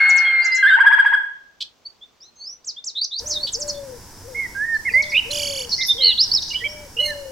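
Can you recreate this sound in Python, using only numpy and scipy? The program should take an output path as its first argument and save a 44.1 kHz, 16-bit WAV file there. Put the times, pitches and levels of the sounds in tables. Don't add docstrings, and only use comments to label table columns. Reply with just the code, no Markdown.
import sys
import numpy as np
from scipy import signal
from scipy.fft import rfft, irfft
from scipy.io import wavfile
from scipy.ndimage import uniform_filter1d, map_coordinates

SR = 44100
rng = np.random.default_rng(int(sys.argv[2]) if len(sys.argv) > 2 else 0)


def digitize_waveform(pressure):
    field = np.atleast_2d(pressure).T
    bounded = np.clip(field, -1, 1)
    quanta = np.round(bounded * 32767).astype(np.int16)
    wavfile.write(sys.argv[1], SR, quanta)


N = 322371
TIME = np.arange(N) / SR
EDGE_S = .0038

# time in seconds, pitch in Hz, level in dB.
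SCREAM_CURVE = [(0.003, 2151, -12.5), (0.139, 2170, -14.5), (0.307, 2135, -16), (0.333, 2127, -21.5),
                (0.411, 2106, -13.5), (0.449, 2092, -21), (0.477, 2065, -18), (0.493, 2098, -22),
                (0.527, 2059, -17), (0.617, 2061, -17), (0.626, 2038, -20)]
# time in seconds, pitch in Hz, level in dB.
BREAK_CURVE = [(.627, 1616, -11), (.651, 1534, -11), (.675, 1727, -10.5), (.69, 1816, -21),
               (.704, 1577, -11), (.725, 1500, -13.5), (.744, 1628, -9.5), (.765, 1489, -13)]
# start in seconds, length in seconds,
# first, middle and last pitch in Hz, level in dB.
CATCHES = [(0.573, .04, 1631, 1633, 1590, -26), (0.675, .026, 2069, 2090, 2002, -18.5)]
# start in seconds, length in seconds,
# top pitch in Hz, level in dB, scoop length in seconds.
YELPS = [(.802, .028, 1632, -8.5, .035), (.861, 0.03, 1670, -7.5, .03), (.924, .028, 1685, -7, .03),
         (.989, 0.026, 1640, -8, .016), (1.057, .028, 1677, -10, .014), (1.134, .021, 1659, -9, .014)]
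# centre in Hz, width in Hz, relative level in dB.
THROAT_RESONANCES = [(860, 370, -11), (1417, 170, -5), (1568, 170, 4.5), (2120, 260.6, -3),
                     (2570, 210, -14), (3650, 150, -21)]
# time in seconds, level in dB.
RASP_CURVE = [(0, -24.5), (.28, -29.5), (.34, -32), (.4, -30), (.52, -38), (.6, -38), (.72, -38.5),
              (.8, -35.5), (1.08, -35), (1.161, -41.5)]

# time of the
# turn in seconds, lead-in and fall in seconds, first, turning and last pitch in Hz,
# level at the beak's resonance in dB, shake rate in Hz, shake depth in Hz.
CHIPS = [(.088, 0.0081, 0.028, 8300, 8660, 4840, -25.5, 127, 400),
         (.159, 0.0039, 0.036, 8500, 8580, 4660, -26, 123.5, 350),
         (.449, 0.0063, 0.026, 4700, 7000, 5150, -28, 181, 699),
         (.552, 0.0062, 0.029, 5060, 7300, 5380, -27, 178, 681),
         (2.657, 0.012, 0.059, 4650, 8600, 3700, -29, 0.5, -0.5),
         (2.853, 0.013, 0.056, 3900, 8280, 3600, -25.5, 0, -1),
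         (3.046, 0.0069, 0.01, 4880, 6220, 3340, -18.5, -1, -2),
         (3.192, 0.0061, 0.0099, 4840, 6160, 3360, -22, 0.5, 0),
         (3.297, 0.0032, .058, 7200, 6460, 4170, -22.5, 112, 746),
         (3.522, .002, 0.039, 8540, 8400, 4430, -22.5, 123.5, 380),
         (3.596, .002, .039, 8500, 8380, 4530, -26.5, 115, 550),
         (3.675, 0.0035, 0.037, 8550, 8250, 4400, -24.5, 114, 380)]
BEAK_HZ, BEAK_DB_PER_OCT2 = 5450, -44
# start in seconds, length in seconds, first, middle and last pitch in Hz,
# level in dB, loudest point as a share of the note, swell in dB, shake depth in Hz.
WHISTLES = [(0.248, 0.075, 3264, 3244, 3070, -31, 0.34, 10, 0),
            (0.401, 0.45, 2730, 2795, 2780, -42, 0.4, 8, 1),
            (.418, 0.029, 4480, 4750, 4740, -30, 1, 8, 1.5),
            (0.517, 0.031, 4700, 5030, 5000, -25, 0.55, 7, 0.5),
            (0.674, 0.072, 3470, 3675, 3670, -30, 0.1, 12.5, -0.5),
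            (1.85, 0.03, 4300, 4535, 4510, -33.5, 0.55, 17, 0),
            (2.009, 0.041, 3220, 3515, 3566, -38.5, 0.7, 23, -0.5),
            (2.203, 0.074, 4600, 5840, 6150, -46.5, 0.1, 13.5, 49.5),
            (2.224, 0.077, 3450, 4070, 4120, -51, .3, 5, 0),
            (2.355, 0.11, 6340, 6340, 6250, -53.5, 0.2, 7, 0),
            (2.36, 0.093, 4140, 4360, 4610, -38.5, 1, 26, 1),
            (2.449, 0.1, 4614, 5580, 5930, -35, 0.25, 7.5, -0.5),
            (2.763, 0.034, 3134, 3540, 3570, -33, 0.62, 13, 0),
            (2.952, 0.055, 3530, 3780, 4290, -25.5, .68, 11, 169),
            (3.013, 0.0254, 4400, 4656, 4910, -23, 0.8, 1, 0.5),
            (3.11, 0.042, 3590, 3750, 4190, -26, 0.7, 9.5, 174),
            (3.156, 0.033, 4240, 4600, 4850, -25.5, 0.9, 5, 0),
            (3.258, 0.034, 5600, 6260, 8400, -29, .42, 10, 0.5),
            (3.353, 0.033, 3880, 3690, 3520, -24.5, 0.16, 8, 0),
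            (3.397, 0.029, 3790, 4200, 4320, -33, .9, 6, 1),
            (3.429, 0.032, 4390, 4564, 4460, -21, 0.3, 10, 0)]
WHISTLE_SHAKE_HZ = 195.6
# start in seconds, length in seconds, pitch in Hz, level in dB,
# flap rate in Hz, flap depth in Hz, hiss in dB.
SCOLDS = [(1.606, .025, 3500, -26.5, 689, 700, -2), (3.469, 0.028, 3540, -28, 519, 700, -11)]
# frequency in Hz, gain in dB.
OPEN_BEAK = [(1500, -45), (2500, -29), (3050, 0), (4400, 0), (5600, -8), (6600, -21), (8000, -18),
             (9400, -38), (11000, -31), (15000, -39)]
BOUNCE_S, BOUNCE_DB = .0027, -10

# start in seconds, length in seconds, first, middle and last pitch in Hz, level in dB,
# loudest point as a share of the note, swell in dB, shake depth in Hz, roughness as a share of the pitch.
SONG = [(4.348, 0.12, 2113, 2170, 1900, -24, 0.48, 7, -2, 0.01),
        (4.55, 0.11, 1581, 1669, 1860, -21.5, 0.86, 9.5, 0, 0.01),
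        (4.661, .11, 1843, 1830, 1730, -19, 0.95, 11.5, 0, 0),
        (4.852, 0.042, 2140, 2134, 1824, -19, 0.92, 7, -2, 0.01),
        (4.889, 0.035, 2690, 2440, 2470, -30.5, 0.34, 11, -0.5, 0.03),
        (4.938, 0.078, 1997, 2107, 2240, -12, 0.3, 4, 0, .003),
        (5.118, .058, 2150, 2450, 2870, -13, 1, 18.5, 0, 0.05),
        (5.178, 0.0062, 2910, 2940, 2970, -7, .6, 2, 2, 0),
        (5.187, .014, 2940, 2900, 2720, -14, 0.62, 6, 0, 0.03),
        (5.306, 0.017, 4220, 4130, 4200, -24.5, .5, 1, -2, .03),
        (5.15, 0.042, 3400, 3670, 3840, -31.5, 0, 6, 0, 0.03),
        (5.716, 0.037, 4520, 4360, 4470, -18.5, .55, 5, 0.5, 0.03),
        (5.782, 0.077, 2018, 2094, 1990, -25.5, 0.47, 12.5, 0.5, 0.02),
        (5.81, 0.024, 3770, 3940, 4400, -20, 0.1, 5, 0, 0.04),
        (5.864, .042, 11300, 10850, 10700, -35, 0.5, 3, 451, 0.06),
        (5.883, 0.051, 3580, 3643, 3510, -11.5, 0.45, 13.5, 2, 0.01),
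        (5.982, 0.16, 3356, 2967, 2938, -22.5, 0.8, 5, 0.5, 0.02),
        (6.003, 0.13, 3620, 4274, 3125, -11.5, 0.48, 14, 166, 0.01),
        (6.005, 0.12, 2150, 2070, 2020, -36.5, .5, 4, -2, 0.02),
        (6.178, 0.044, 3494, 4360, 5320, -10, 0.81, 13, 0.5, 0.04),
        (6.221, 0.033, 5380, 5470, 5300, -15, 0, 10, 0, 0.03),
        (6.315, .011, 4260, 4500, 4480, -14, .35, 6, -1, 0.02),
        (6.33, .048, 4750, 5236, 3960, -15, 0.35, 3, 250, 0.02),
        (6.378, 0.018, 4080, 3860, 3770, -22, .2, 2, 0, .02),
        (6.503, .026, 2850, 2890, 2890, -24, 0.66, 15, 2, 0.01),
        (6.555, .07, 3190, 3170, 3150, -34, 0, 10, 0, 0.03),
        (6.532, 0.024, 2220, 2325, 2290, -31, .25, 6, -2, .016),
        (6.543, 0.048, 2950, 2966, 2880, -20, 0.12, 19, 0, .016),
        (6.605, 0.038, 1980, 1930, 2070, -30, 1, 10, -5, 0.01),
        (6.639, 0.036, 2206, 2324, 2220, -21, 0.25, 7, 7, 0.01),
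        (6.645, 0.034, 3130, 3170, 3150, -29.5, 0.7, 2, -0.5, 0.02),
        (6.968, 0.017, 2870, 2780, 2730, -27.5, 0.2, 4, -0.5, .016),
        (6.985, .034, 2870, 2950, 2910, -17.5, .55, 7, -4, 0),
        (7.024, 0.032, 2892, 2904, 2790, -18, 0.2, 12, 0, 0),
        (7.074, 0.067, 1790, 1795, 1620, -29, 0.57, 17, 2, 0)]
SONG_SHAKE_HZ = 87.5
# time in seconds, lowest and highest pitch of a sweep in Hz, level in dB.
BUZZ_CURVE = [(5.309, 3100, 3500, -30), (5.345, 2480, 3580, -24.5), (5.39, 2400, 3600, -25),
              (5.435, 2280, 3250, -24.5), (5.485, 2260, 3400, -26.5), (5.52, 2260, 3512, -28.5),
              (5.61, 2248, 3500, -28.5), (5.655, 2250, 3300, -38)]
BUZZ_FIRST_S, BUZZ_RATE_HZ, BUZZ_SLOWING_HZ_PER_S = 5.32, 42.4, 23
# frequency in Hz, gain in dB.
BUZZ_PASSAGE = [(1700, -28), (2150, -16), (2350, -10), (2680, -11), (2930, 0), (3250, -1), (3550, -4.5),
                (3750, -26), (4000, -13), (4500, -2.5), (5100, -1.5), (5700, -3.5), (7000, -3.5),
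                (7700, -11), (9000, -14), (10300, -3.5), (11600, -6.5), (13000, -20), (15000, -25)]
# frequency in Hz, gain in dB.
BUZZ_RINGS = [(2330, -4), (2950, 2), (4520, 5)]
BUZZ_RING_WIDTH_HZ = 85
# start in seconds, length in seconds, first, middle and last
# pitch in Hz, level in dB, loudest point as a share of the note (limited to near its end), swell in dB.
WHEEZE = (7, 0.11, 2039, 2126.5, 2019, -40.5, 3, 3.5)
# time in seconds, peak in dB.
TICKS = [(5.6929, -21), (5.7095, -21), (5.749, -24), (5.7636, -20), (5.7793, -18.5), (5.789, -21),
         (5.8237, -23), (5.8334, -16), (5.849, -17.5), (5.8548, -22)]

# seconds from the phrase start, length in seconds, top and end pitch in Hz,
# lateness of the sag as a power, level in dB, loudest point as a share of the note, swell in dB.
COOS = [(0, .255, 600.3, 520, 10.4, -43.5, 1, 1), (0.346, .425, 587.5, 463.5, 2.6, -35.5, 0.36, 4.5),
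        (1.037, .155, 572, 452, .6, -39.5, .55, 5.5)]
PHRASE_STARTS_S = [3.205, 4.912, 6.618]
COO_FROM_HZ, COO_BREAK_S, COO_JUMP_S = 464, 0.0371, 0.0068

# start in seconds, length in seconds, first, middle and last
# pitch in Hz, level in dB, roughness as a share of the pitch.
FAR_CALLS = [(3.681, 0.022, 4510, 4400, 4400, -34, 0.03), (3.742, .04, 3600, 3520, 3500, -46.5, 0.02),
             (4.742, 0.028, 4830, 4370, 4120, -48, 0.03), (4.922, 0.035, 4690, 4700, 4660, -41.5, 0.02),
             (5.022, 0.024, 5720, 4870, 4200, -37, 0.1), (5.059, .025, 3586, 3530, 3530, -40.5, 0.02),
             (5.098, 0.031, 5900, 5000, 4100, -37.5, 0.06), (6.418, 0.13, 4990, 4890, 5000, -36.5, 0.11),
             (6.682, 0.055, 5220, 5470, 5460, -39.5, 0.03)]
# frequency in Hz, relative level in dB.
STILL_SPECTRUM = [(30, -10), (50, -3), (98, -8), (439, -5.5), (1140, -8.5), (1790, -14.5), (3670, -13.5),
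                  (6200, -15.5), (10000, -34), (15000, -28.5)]
# frequency in Hz, relative level in dB.
WOOD_SPECTRUM = [(25, 1), (104, 0.5), (164, -8.5), (227, -6.5), (340, -9), (703, -16.5), (945, -8.5),
                 (1170, -20), (1620, -15.5), (2560, -25.5), (4260, -24.5), (5280, -12), (6380, -18.5),
                 (15500, -28)]
STILL_DB, WOOD_DB, WOOD_START_S = -62, -42.5, 3.195


def raptor():
    catches = [slur(*row, peak=.5, swell_db=5) for row in CATCHES]
    scream = sing([gesture(SCREAM_CURVE), *catches], [-23.0, -60, -48, -47.5],
                  jitter=0.0051, jitter_hz=402, shimmer_db=0.1)
    scream = undb(-0.17) * scream
    quaver = yelps() + scoops() + rasp()
    return (place(scream, 0.286)
            + trees(scream, t60_s=.45, wet_db=-4.5, delay_s=0.0097, centre_db=-5.0)
            + place(quaver, 0.45)
            + trees(quaver, t60_s=0.55, wet_db=-4, delay_s=0.005, centre_db=-0.5))


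def yelps(rise_hz=105, drop_hz=140):
    arches = [slur(s, length, hz - rise_hz, hz, hz - drop_hz, db, peak=0.39, swell_db=4.5)
              for s, length, hz, db, _ in YELPS]
    return sing([gesture(BREAK_CURVE), *arches], [-22, -41, -58.0, -44, -53, -55],
                jitter=.016, jitter_hz=1399, shimmer_db=0.83)


def scoops(low_hz=860, knee_hz=930, top_hz=1200, level_db=-21.0):
    glides = []
    for s, *_, lead in YELPS:
        glides.append(gesture([(s - lead, low_hz, -13), (s - lead / 3, knee_hz, 0), (s, top_hz, -9)]))
    return undb(level_db) * sing(glides, [-2, -20], jitter=0.03, jitter_hz=890, shimmer_db=0.5)


def rasp(flutter_db=2.5):
    breath = rng.standard_normal(N)
    throat = np.zeros(N)
    for hz, width_hz, db in THROAT_RESONANCES:
        resonance = band(band(breath, hz, 1.5 * width_hz), hz, 1.5 * width_hz)
        throat += undb(db + flutter_db * wander(N, 45)) * resonance
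    low_cut = signal.butter(4, 620, "high", fs=SR, output="sos")
    throat = signal.sosfilt(low_cut, unit(throat))
    s, db = np.transpose(RASP_CURVE)
    return throat * undb(np.interp(TIME, s, db)) * (TIME < s[-1])


def songbird():
    notes = [shake(chip(*row), rate, depth, throb_db=1.0) for *row, rate, depth in CHIPS]
    notes += [shake(slur(*row), WHISTLE_SHAKE_HZ, depth, throb_db=1.5) for *row, depth in WHISTLES]
    voice = sing(notes, [-39], jitter=.007, jitter_hz=940, shimmer_db=2) + scolds()
    bounce = undb(BOUNCE_DB) * np.interp(TIME - BOUNCE_S, TIME, voice)
    voice = voice + bounce
    return place(voice, -0.8) + trees(voice, t60_s=0.19, wet_db=-7.5, delay_s=0.0019)


def chip(turn_s, lead_s, fall_s, from_hz, turn_hz, to_hz, db, bend=0.93, lead_db=-11, fade_db=-6):
    t, gate = span(turn_s - lead_s, turn_s + fall_s)
    before = np.clip((turn_s - t) / lead_s, 0, 1)
    after = np.clip((t - turn_s) / fall_s, 0, 1)
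    hz = turn_hz * (from_hz / turn_hz) ** (before ** 2) * (to_hz / turn_hz) ** (after ** bend)
    beak_db = BEAK_DB_PER_OCT2 * np.log2(hz / BEAK_HZ) ** 2
    return t, hz, gate * undb(db + beak_db + lead_db * before + fade_db * after ** 4)


def scolds(unsteady=0.202, grain_db=3):
    out = np.zeros(N)
    for start, length, hz, db, flap_hz, depth_hz, hiss_db in SCOLDS:
        t, gate = span(start, start + length)
        flap_rate = flap_hz * (1 + unsteady * wander(len(t), 498))
        flap = np.sin(2 * np.pi * np.cumsum(flap_rate) / SR)
        tone = syrinx(hz + depth_hz * flap + 200 * wander(len(t), 1205), [-4, -6])
        hiss = unit(colour(rng.standard_normal(len(t)), OPEN_BEAK))
        voice = (colour(tone, OPEN_BEAK) + undb(hiss_db) * hiss) * undb(grain_db * flap)
        add(out, t, gate * undb(db) * unit(voice))
    return out


def thrush():
    song = buzz()
    for *row, depth, rough in SONG:
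        note = shake(slur(*row), SONG_SHAKE_HZ, depth, throb_db=4.5)
        song += sing([note], [-45.0, -45, -59, -41], jitter=rough, jitter_hz=600, shimmer_db=1)
    song += sing([slur(*WHEEZE)], [8, -7.5, -15, -10, -12], jitter=0.0124, jitter_hz=490, shimmer_db=3.5)
    pan_db = np.interp(TIME, [4.4, 5.5, 6.1, 6.35, 6.6], [-5.5, -4.0, -2.5, -2.0, -5.0])
    return place(song, pan_db) + trees(song, t60_s=.65, wet_db=-12.5, delay_s=.013)


def buzz(hiss_db=-7, rough=0.0282, grain_db=1.5):
    t, top_hz, gain = gesture([(s, top, db) for s, _, top, db in BUZZ_CURVE])
    low_hz = np.interp(t, *np.transpose(BUZZ_CURVE)[:2])
    since = t - BUZZ_FIRST_S
    cycle = (BUZZ_RATE_HZ * since - BUZZ_SLOWING_HZ_PER_S * since ** 2 / 2) % 1
    climb = np.interp(cycle, [0, .3, .85, 1], [0, 0, 1, 1])
    breath = np.interp(cycle, [0, .08, .88, 1], [0, 1, 1, 0])
    hz = (low_hz + (top_hz - low_hz) * climb) * (1 + rough * wander(len(t), 1500))
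    tone = syrinx(hz, [-1, -4.5, -11, -11]) * breath
    hiss = undb(hiss_db) * 2 * rng.standard_normal(len(t))
    voice = (tone + hiss) * undb(grain_db * wander(len(t), 450))
    rings = sum(undb(db) * band(voice, ring_hz, BUZZ_RING_WIDTH_HZ) for ring_hz, db in BUZZ_RINGS)
    out = np.zeros(N)
    add(out, t, gain * unit(colour(voice + rings, BUZZ_PASSAGE)))
    return out


def ticks(from_hz=6600, to_hz=4000, length_s=0.00384, weak_db=-6, weak_count=26):
    out = np.zeros(N)
    t = np.arange(0, length_s, 1 / SR)
    sweep = np.hanning(len(t)) * signal.chirp(t, from_hz, length_s, to_hz)
    times, levels = np.transpose(TICKS)
    weak = [(s, levels.mean() + weak_db) for s in rng.uniform(times[0], 5.9, weak_count)]
    for s, db in [*TICKS, *weak]:
        add(out, s + t, undb(db) * sweep)
    return place(out, 0) + trees(out, t60_s=0.48, wet_db=3.0, delay_s=0.0023)


def dove():
    notes = [coo(start + s, *row) for start in PHRASE_STARTS_S for s, *row in COOS]
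    coos = sing(notes, [-32], jitter=0.0089, jitter_hz=118.8, shimmer_db=1.5)
    left = undb(3.5) * coos
    right = colour(coos, [(500, -8.5), (590, -3.0)])
    return np.array([left, right]) + trees(coos, t60_s=0.45, wet_db=-12.5, delay_s=0.006)


def coo(start, length, top_hz, end_hz, lateness, db, peak, swell_db):
    t, _, gain = swell(start, length, db, peak, swell_db)
    since = t - start - COO_BREAK_S
    sag = np.clip(since / (length - COO_BREAK_S), 0, 1) ** lateness
    sagging_hz = top_hz - (top_hz - end_hz) * sag
    jump = (1 + np.tanh(since / COO_JUMP_S)) / 2
    return t, COO_FROM_HZ + (sagging_hz - COO_FROM_HZ) * jump, gain


def far_birds():
    calls = np.zeros(N)
    for *row, rough in FAR_CALLS:
        note = slur(*row, peak=0.62, swell_db=-4)
        calls += sing([note], [], jitter=rough, jitter_hz=880, shimmer_db=3)
    return calls + trees(calls, t60_s=.35, wet_db=-4, delay_s=.006)


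def air(spectrum, level_db, low_side_db, high_side_db, flicker_db):
    mid, side = (colour(rng.standard_normal(N), spectrum) * undb(flicker_db * wander(N, 7.9))
                 for _ in range(2))
    side = colour(side, [(2000, low_side_db), (8000, high_side_db)])
    return undb(level_db) * np.array([mid + side, mid - side]) / np.std(mid)


def trees(x, t60_s, wet_db, delay_s, centre_db=0):
    t = np.arange(SR) / SR
    centre, side = rng.standard_normal((2, SR))
    centre = centre * undb(centre_db)
    onset = np.clip(t / delay_s - 1, 0, 1)
    tail = np.array([centre + side, centre - side]) * undb(-60 * t / t60_s) * onset
    tail /= np.sqrt(np.sum(tail ** 2, axis=1, keepdims=True))
    return undb(wet_db) * signal.fftconvolve(x[None], tail, axes=1)[:, :N]


def place(x, pan_db):
    return x * undb(np.vstack([pan_db, -pan_db]) / 2)


def sing(notes, overtones_db, jitter, jitter_hz, shimmer_db):
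    out = np.zeros(N)
    for t, hz, gain in notes:
        hz = hz * (1 + jitter * wander(len(t), jitter_hz))
        shimmer = undb(shimmer_db * wander(len(t), 90))
        add(out, t, gain * shimmer * syrinx(hz, overtones_db))
    return out


def syrinx(hz, overtones_db):
    phase = 2 * np.pi * np.cumsum(hz) / SR
    harmonics = enumerate([0, *overtones_db], 1)
    return np.sqrt(2) * sum(undb(db) * np.sin(k * phase) * (k * hz < SR / 2) for k, db in harmonics)


def gesture(curve):
    s, hz, db = np.transpose(curve)
    t, gate = span(s.min(), s.max())
    return t, uniform_filter1d(np.interp(t, s, hz), size=130), gate * undb(np.interp(t, s, db))


def slur(start, length, from_hz, middle_hz, to_hz, db, peak, swell_db):
    t, progress, gain = swell(start, length, db, peak, swell_db)
    arc = np.polyfit([0, .5, 1], [from_hz, middle_hz, to_hz], 2)
    return t, np.polyval(arc, progress), gain


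def shake(note, rate_hz, depth_hz, throb_db):
    t, hz, gain = note
    wave = np.sin(2 * np.pi * rate_hz * (t - t[0])) * signal.windows.tukey(len(t), .5)
    throb_share = min(abs(depth_hz) / 150, 1)
    return t, hz + depth_hz * wave, gain * undb(throb_db * throb_share * wave)


def swell(start, length, db, peak, swell_db):
    t, gate = span(start, start + length)
    progress = np.clip((t - start) / length, 0, 1)
    peak = np.clip(peak, .02, .98)
    away = np.where(progress < peak, (peak - progress) / peak, (progress - peak) / (1 - peak))
    return t, progress, gate * undb(db - swell_db * away ** 2)


def span(start, end):
    t = np.arange(start - EDGE_S, end + EDGE_S, 1 / SR)
    to_edge = np.minimum(t - t[0], t[-1] - t)
    return t, np.sin(np.pi / 2 * np.clip(to_edge / (2 * EDGE_S), 0, 1)) ** 2


def add(track, t, x):
    i = max(int(t[0] * SR), 0)
    track[i:i + len(x)] += x[:max(N - i, 0)]


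def colour(x, points):
    hz, db = np.transpose(points)
    log_hz = np.log(np.arange(len(x) // 2 + 1) * SR / len(x) + 1)
    return irfft(rfft(x) * undb(np.interp(log_hz, np.log(hz), db)), len(x))


def band(x, hz, width_hz):
    return signal.lfilter(*signal.iirpeak(min(hz, SR * .45), hz / width_hz, SR), x)


def wander(size, rate_hz):
    steps = np.arange(size) * rate_hz / SR
    return map_coordinates(rng.standard_normal(size), [steps], order=1, mode="nearest") * np.sqrt(3 / 2)


def unit(x):
    return x / np.sqrt(np.mean(x ** 2))


def undb(db):
    return 10 ** (np.asarray(db) / 20)


def scene():
    still = air(STILL_SPECTRUM, STILL_DB, low_side_db=-4, high_side_db=-2.5, flicker_db=-0.5)
    wood = air(WOOD_SPECTRUM, WOOD_DB, low_side_db=-13.5, high_side_db=-1.5, flicker_db=1.46)
    opening = np.clip((TIME - WOOD_START_S) / 0.0045, 0, 1)
    birds = raptor() + songbird() + thrush() + ticks() + dove() + far_birds()
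    return birds + still + opening * wood


def record(dry):
    return signal.sosfilt(signal.ellip(10, .1, 80, 15850, fs=SR, output="sos"), dry)


dry = scene()
out = record(dry)
digitize_waveform(out)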